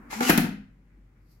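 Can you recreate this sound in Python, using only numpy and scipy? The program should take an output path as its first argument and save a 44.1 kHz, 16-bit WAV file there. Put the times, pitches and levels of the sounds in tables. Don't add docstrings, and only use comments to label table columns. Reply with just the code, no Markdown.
import sys
import numpy as np
from scipy import signal
from scipy.fft import rfft, irfft
from scipy.io import wavfile

SR = 44100
rng = np.random.default_rng(int(sys.argv[2]) if len(sys.argv) > 2 else 0)


def store_pcm(level_fs):
    pcm = np.round(np.clip(level_fs, -1, 1) * 32767).astype(np.int16)
    wavfile.write(sys.argv[1], SR, np.atleast_2d(pcm).T)


N = 61739
T = np.arange(N) / SR
FREQS = np.fft.rfftfreq(N, 1 / SR)
BOTH_EARS = np.ones((2, 1))
BLOW_LOW_CUT_HZ, PLATE_LOW_CUT_HZ = 190.6, 430


def from_db(db):
    return 10 ** (np.asarray(db) / 20)


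def rms_one(x):
    return x / np.sqrt(np.mean(x ** 2) + 1e-20)


def in_time(rows):
    times, *columns = np.transpose(rows)
    return [np.interp(T, times, column) for column in columns]


def during(rows):
    return (T >= rows[0][0]) * (T <= rows[-1][0])


def at_hz(points, hz):
    freqs, values = np.transpose(points)
    return np.interp(np.log(hz + 1), np.log(freqs), values)


def colour(x, spectrum):
    return rms_one(irfft(rfft(x) * from_db(at_hz(spectrum, FREQS)), N))


def low_cut(x, hz):
    return signal.sosfilt(signal.butter(3, hz, "high", fs=SR, output="sos"), x)


def stereo_noise():
    # (frequency [Hz], correlation [0..1])
    likeness = [(60, .98), (270, .96), (400, 0.61), (650, 0.3), (2000, 0.076), (15000, 0.067)]
    alike = at_hz(likeness, FREQS)
    mid, side = rfft(rng.standard_normal((2, N)))
    return rms_one(irfft(np.sqrt(1 + alike) * mid + np.sqrt(1 - alike) * side * [[1], [-1]], N))


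def flutter(depth_db, hz):
    slow = signal.sosfilt(signal.butter(2, hz, fs=SR, output="sos"), rng.standard_normal(N))
    return rms_one(from_db(depth_db * np.clip(rms_one(slow), -2, 2)))


def decay(t60):
    return np.exp(-np.log(1000) * T / t60)


def ringing(modes):
    return np.array([from_db(db) * decay(t60) * np.sin(2 * np.pi * hz * T) for hz, db, t60 in modes])


def after(x, start_s):
    return np.pad(x, ((0, 0), (int(start_s * SR), 0)))[:, :N]


def placed(x, pan_db, lag_s=0):
    return np.array([from_db(pan_db) * x[0], from_db(-pan_db) * np.interp(T - lag_s, T, x[1])])


def room_tone():
    # (frequency [Hz], level [dB])
    floor_eq = [(20, -30), (46, 0.5), (72, -15.5), (105, -3.5), (160, -8), (260, -13), (700, -30.5),
                (1400, -33), (2300, -37.5), (3400, -48.5), (14000, -53.5)]
    drone = from_db(-53) * np.sin(2 * np.pi * 47.6 * T)
    return from_db(-58.5) * colour(stereo_noise(), floor_eq) + drone


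def rumble_and_swish():
    # (time [s], rumble level [dB], swish level [dB])
    levels = [(0, -48, -104), (.09, -47, -78.5), (.6, -68, -100), (1.1, -84, -100), (1.26, -73, -80.5),
              (1.32, -73, -66), (1.4, -75.5, -79.5)]
    # (frequency [Hz], level [dB])
    rumble_eq = [(100, -2.5), (260, 7.5), (350, -4.5), (600, -13), (1300, -8), (2200, -15.5), (3400, -39.5)]
    swish_eq = [(3000, -20), (4600, 2), (7000, -9), (9500, -11), (13000, 0), (16000, -20.5)]
    rumble_db, swish_db = in_time(levels)
    rumble = from_db(rumble_db) * colour(stereo_noise(), rumble_eq)
    return rumble + from_db(swish_db) * colour(stereo_noise(), swish_eq)


def plate_scrape():
    # (time [s], body level [dB], hiss level [dB])
    levels = [(.085, -75.5, -90), (.108, -42.5, -45.5), (.135, -35, -41), (.165, -41.5, -44.5),
              (.2, -43.5, -45.5), (.228, -29, -32.5), (.27, -32, -31), (.293, -25.5, -28.5),
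              (.315, -47, -48.5), (.36, -78.5, -91.5)]
    # (frequency [Hz], level [dB])
    body_eq = [(60, -34.5), (300, -3), (610, -11.5), (790, -5), (1050, 1.5), (1420, -3.5), (2100, 3.5),
               (2900, -8), (3600, -14), (8000, -32.5)]
    hiss_eq = [(1500, -39.5), (3500, -4), (5000, 0), (7200, 3.5), (9000, -8.5), (11500, -0.5), (15500, -14)]
    # (frequency [Hz], relative level [dB], t60 [s])
    plate_modes = [(385, -2.5, 0.026), (491, -4.5, 0.089), (698, -5, 0.027), (761, -1, 0.086),
                   (838, -2.5, 0.07), (1166, -10, 0.28), (1428, -4, .045)]
    slips_per_s, spread_db = 5000, 2.5
    body_db, hiss_db = in_time(levels)
    slips = (rng.random((2, N)) < slips_per_s / SR) * rng.choice([-1, 1], (2, N))
    slips = slips * from_db(spread_db * np.minimum(rng.exponential(1, (2, N)), 4))
    polarity = np.resize([1, -1], len(plate_modes))
    plate = low_cut(polarity @ ringing(plate_modes), PLATE_LOW_CUT_HZ) * BOTH_EARS
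    rubbed_ring = rms_one(signal.fftconvolve(slips, plate, axes=1)[:, :N])
    body = from_db(body_db) * (colour(slips, body_eq) + from_db(-5) * rubbed_ring)
    hiss = from_db(hiss_db) * colour(slips, hiss_eq)
    sizzle_db = -31.5 + 2.6 * (hiss_db - hiss_db.max())
    sizzle = from_db(sizzle_db) * rms_one(low_cut(stereo_noise(), hz=10200))
    knock = from_db(-18.5) * after(plate, start_s=.2058)
    return body + hiss + sizzle + knock


def swing_hum():
    # (time [s], pitch [Hz], level [dB])
    swing = [(.1194, 184.6, -68), (.1667, 210.1, -39), (.2003, 231.9, -29.5), (.234, 253.2, -24),
             (.2458, 252.4, -48), (.2673, 247.5, -23.5), (.3339, 252.2, -38), (.3787, 229.6, -28.5),
             (.4039, 240.5, -23), (.4406, 237.8, -26.5), (.4791, 208.6, -40.5), (.5302, 202.3, -36.5),
             (.65, 205.4, -60)]
    hz, db = in_time(swing)
    roughness = 1 + .099 * colour(rng.standard_normal(N), [(40, 7), (200, -34), (2000, -91)])
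    tone = np.sqrt(2) * np.sin(2 * np.pi * np.cumsum(hz) / SR)
    return during(swing) * from_db(db) * tone * roughness * BOTH_EARS


def catch_release():
    # (frequency [Hz], level [dB], t60 [s])
    catch_modes = [(865, -29.5, 0.04), (957, -27.5, 0.054)]
    knock = low_cut(ringing(catch_modes).sum(0), PLATE_LOW_CUT_HZ)
    return after(knock * BOTH_EARS, start_s=.1295)


def metal_snaps():
    # (time [s], snap gain [dB], jingle gain [dB], pan to the left [dB])
    contacts = [(0.2061, -16.5, -22, 1), (0.2943, -5.5, -12, 1.5), (.2980, 2.5, 4, 3),
                (0.3036, -13.5, -8, 5), (0.3767, -2, -3.5, 1.5), (0.3796, -3.5, -9.5, 2.5)]
    # (frequency [Hz], level [dB])
    metal_eq = [(1500, -0.5), (4000, -4.5), (7500, -6.5), (9000, -9.5), (11000, 3.5), (12500, 2.5),
                (16000, -4)]
    edge = from_db(-5) * low_cut(1.0 * (T == 0), hz=5000)
    burst = from_db(-8) * decay(t60=.0035)
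    jingle = from_db(-21) * decay(t60=.1)
    out = 0
    for start_s, snap_db, jingle_db, pan_db in contacts:
        envelope = from_db(snap_db) * burst + from_db(jingle_db) * jingle
        snap = from_db(snap_db) * edge + envelope * colour(stereo_noise(), metal_eq)
        out += placed(after(snap, start_s), pan_db)
    return out


def drawer_blows():
    # (time [s], thump gain [dB], contact time [s], crack gain [dB])
    blows = [(0.2065, -27, 0.00048, -14.5), (.2940, -12, .0012, -6.5), (.2971, -4, 0.00077, -2),
             (.3022, -14, .0007, -6), (.3084, -13.5, .0008, -14), (0.3295, -16, .0011, -21),
             (.3760, -1, 0.00352, -13), (.3809, -7.5, 0.0023, -8.5), (0.3946, -11.5, 0.0025, -28),
             (0.4333, -12, 0.0033, -39), (0.442, -13.5, 0.00287, -26.5)]
    # (frequency [Hz], level [dB], t60 [s])
    thump_modes = [(120.2, -21.5, 0.17), (169.2, -16.5, 0.48), (196, -7, 0.085), (230.6, -8.5, 0.097),
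                   (257, -16.5, 0.48), (304, -2.5, .095), (385, -19.5, 0.23), (485, -19, 0.31)]
    # (frequency [Hz], level [dB], t60 [s])
    panel_modes = [(720, -22.5, .13), (770, -23.5, .13), (837, -25.5, 0.057), (914, -25.5, .12),
                   (1275, -24, 0.18), (1472, -27, .08), (1542, -26.5, 0.15), (2118, -29.5, .12),
                   (2586, -29, .08), (2865, -31, 0.068)]
    # (frequency [Hz], level [dB])
    crunch_eq = [(200, -7.5), (400, 3.5), (560, -4), (750, 3), (1050, -6), (1400, 3.5), (2600, -4),
                 (3600, -11.5), (7000, -17), (15000, -31)]
    sway = from_db(-37) * decay(t60=.49) * np.sin(2 * np.pi * 41 * T)
    boom = low_cut(ringing(thump_modes).sum(0), BLOW_LOW_CUT_HZ) + sway
    panels = low_cut(ringing(panel_modes), BLOW_LOW_CUT_HZ)
    thump = crack = 0
    for start_s, thump_db, contact_s, crack_db in blows:
        push = np.sin(np.pi * T[T < contact_s] / contact_s) + 1e-9
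        body = signal.lfilter(push / push.sum(), 1, boom) * BOTH_EARS
        crunch = decay(t60=.055) * flutter(depth_db=4.5, hz=900) * colour(stereo_noise(), crunch_eq)
        panel_ring = rng.choice([-1, 1], (2, len(panels))) @ panels
        thump += from_db(thump_db) * after(body, start_s)
        crack += from_db(crack_db) * after(panel_ring + from_db(-8.5) * crunch, start_s)
    return thump, low_cut(crack, hz=110)


def hinge_squeak():
    # (time [s], pitch [Hz], level [dB])
    glide = [(.215, 2608, -46.5), (.26, 2967, -34.5), (.274, 2860, -31.5), (.29, 2615, -36.5),
             (.308, 2623, -27), (.322, 2424, -30.5), (.34, 2400, -52.5)]
    hz, db = in_time(glide)
    waver = 1 + .045 * colour(rng.standard_normal(N), [(200, -.5), (600, -12.5), (3000, -51)])
    tone = np.sqrt(2) * np.sin(2 * np.pi * np.cumsum(hz * waver) / SR)
    return during(glide) * from_db(db) * flutter(depth_db=3.5, hz=300) * tone


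def hand_brushes():
    # (start [s], rise [s], fall [s], low level [dB], rub level [dB])
    strokes = [(.86, .07, .07, -67, -69), (.94, .04, .11, -61, -90), (1.154, .008, .1, -72, -72)]
    # (frequency [Hz], level [dB])
    low_eq = [(60, -25), (110, -1), (260, 6), (480, -15.5), (800, -45.5)]
    rub_eq = [(700, -22), (1450, 0.5), (2300, 1), (2900, -19), (7000, -36.5)]
    low = colour(stereo_noise(), low_eq)
    rub = colour(stereo_noise(), rub_eq) * flutter(depth_db=3, hz=83)
    out = 0
    for start, rise, fall, low_db, rub_db in strokes:
        swell = np.interp(T, [start, start + rise, start + rise + fall], [0, 1, 0])
        out += swell * (from_db(low_db) * low + from_db(rub_db) * rub)
    return out


def room_response():
    # (frequency [Hz], t60 [s])
    reverb_times = [(100, 0.92), (250, .5), (800, .35), (2000, .46), (5000, 0.35), (14000, 0.19)]
    build_s = .016
    noise = rfft(stereo_noise())
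    centres = np.geomspace(60, 15360, 9)
    tail = 0
    for centre, share in zip(centres, np.eye(len(centres))):
        octave = irfft(noise * at_hz(np.c_[centres, share], FREQS), N)
        tail += octave * decay(at_hz(reverb_times, centre))
    return rms_one(tail * (1 - np.exp(-T / build_s))) / np.sqrt(N)


def scene():
    pan_db = dict(thump=1.63, crack=-0.5, scrape=1.23)
    lag_s = dict(thump=.0001, crack=.00015, tick=.0004, scrape=.00033)
    send_db = dict(thump=-17.5, crack=-8.5, tick=-6, scrape=-6.5)
    room = room_response()
    thump, crack = drawer_blows()
    buses = dict(thump=thump + swing_hum(), crack=crack, tick=metal_snaps(),
                 scrape=plate_scrape() + hinge_squeak() + catch_release())
    direct = sum(placed(x, pan_db.get(name, 0), lag_s[name]) for name, x in buses.items())
    send = sum(x * from_db(send_db[name]) for name, x in buses.items())
    reverb = signal.fftconvolve(send, room, axes=1)[:, :N]
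    bed = placed(room_tone() + rumble_and_swish() + hand_brushes(), pan_db=.75)
    return direct + reverb + bed


def record(dry):
    lowpass = signal.ellip(10, .2, 80, 15900, fs=SR, output="sos")
    return signal.sosfilt(lowpass, np.tanh(dry / 1.226))


dry = scene()
out = record(dry)
store_pcm(out)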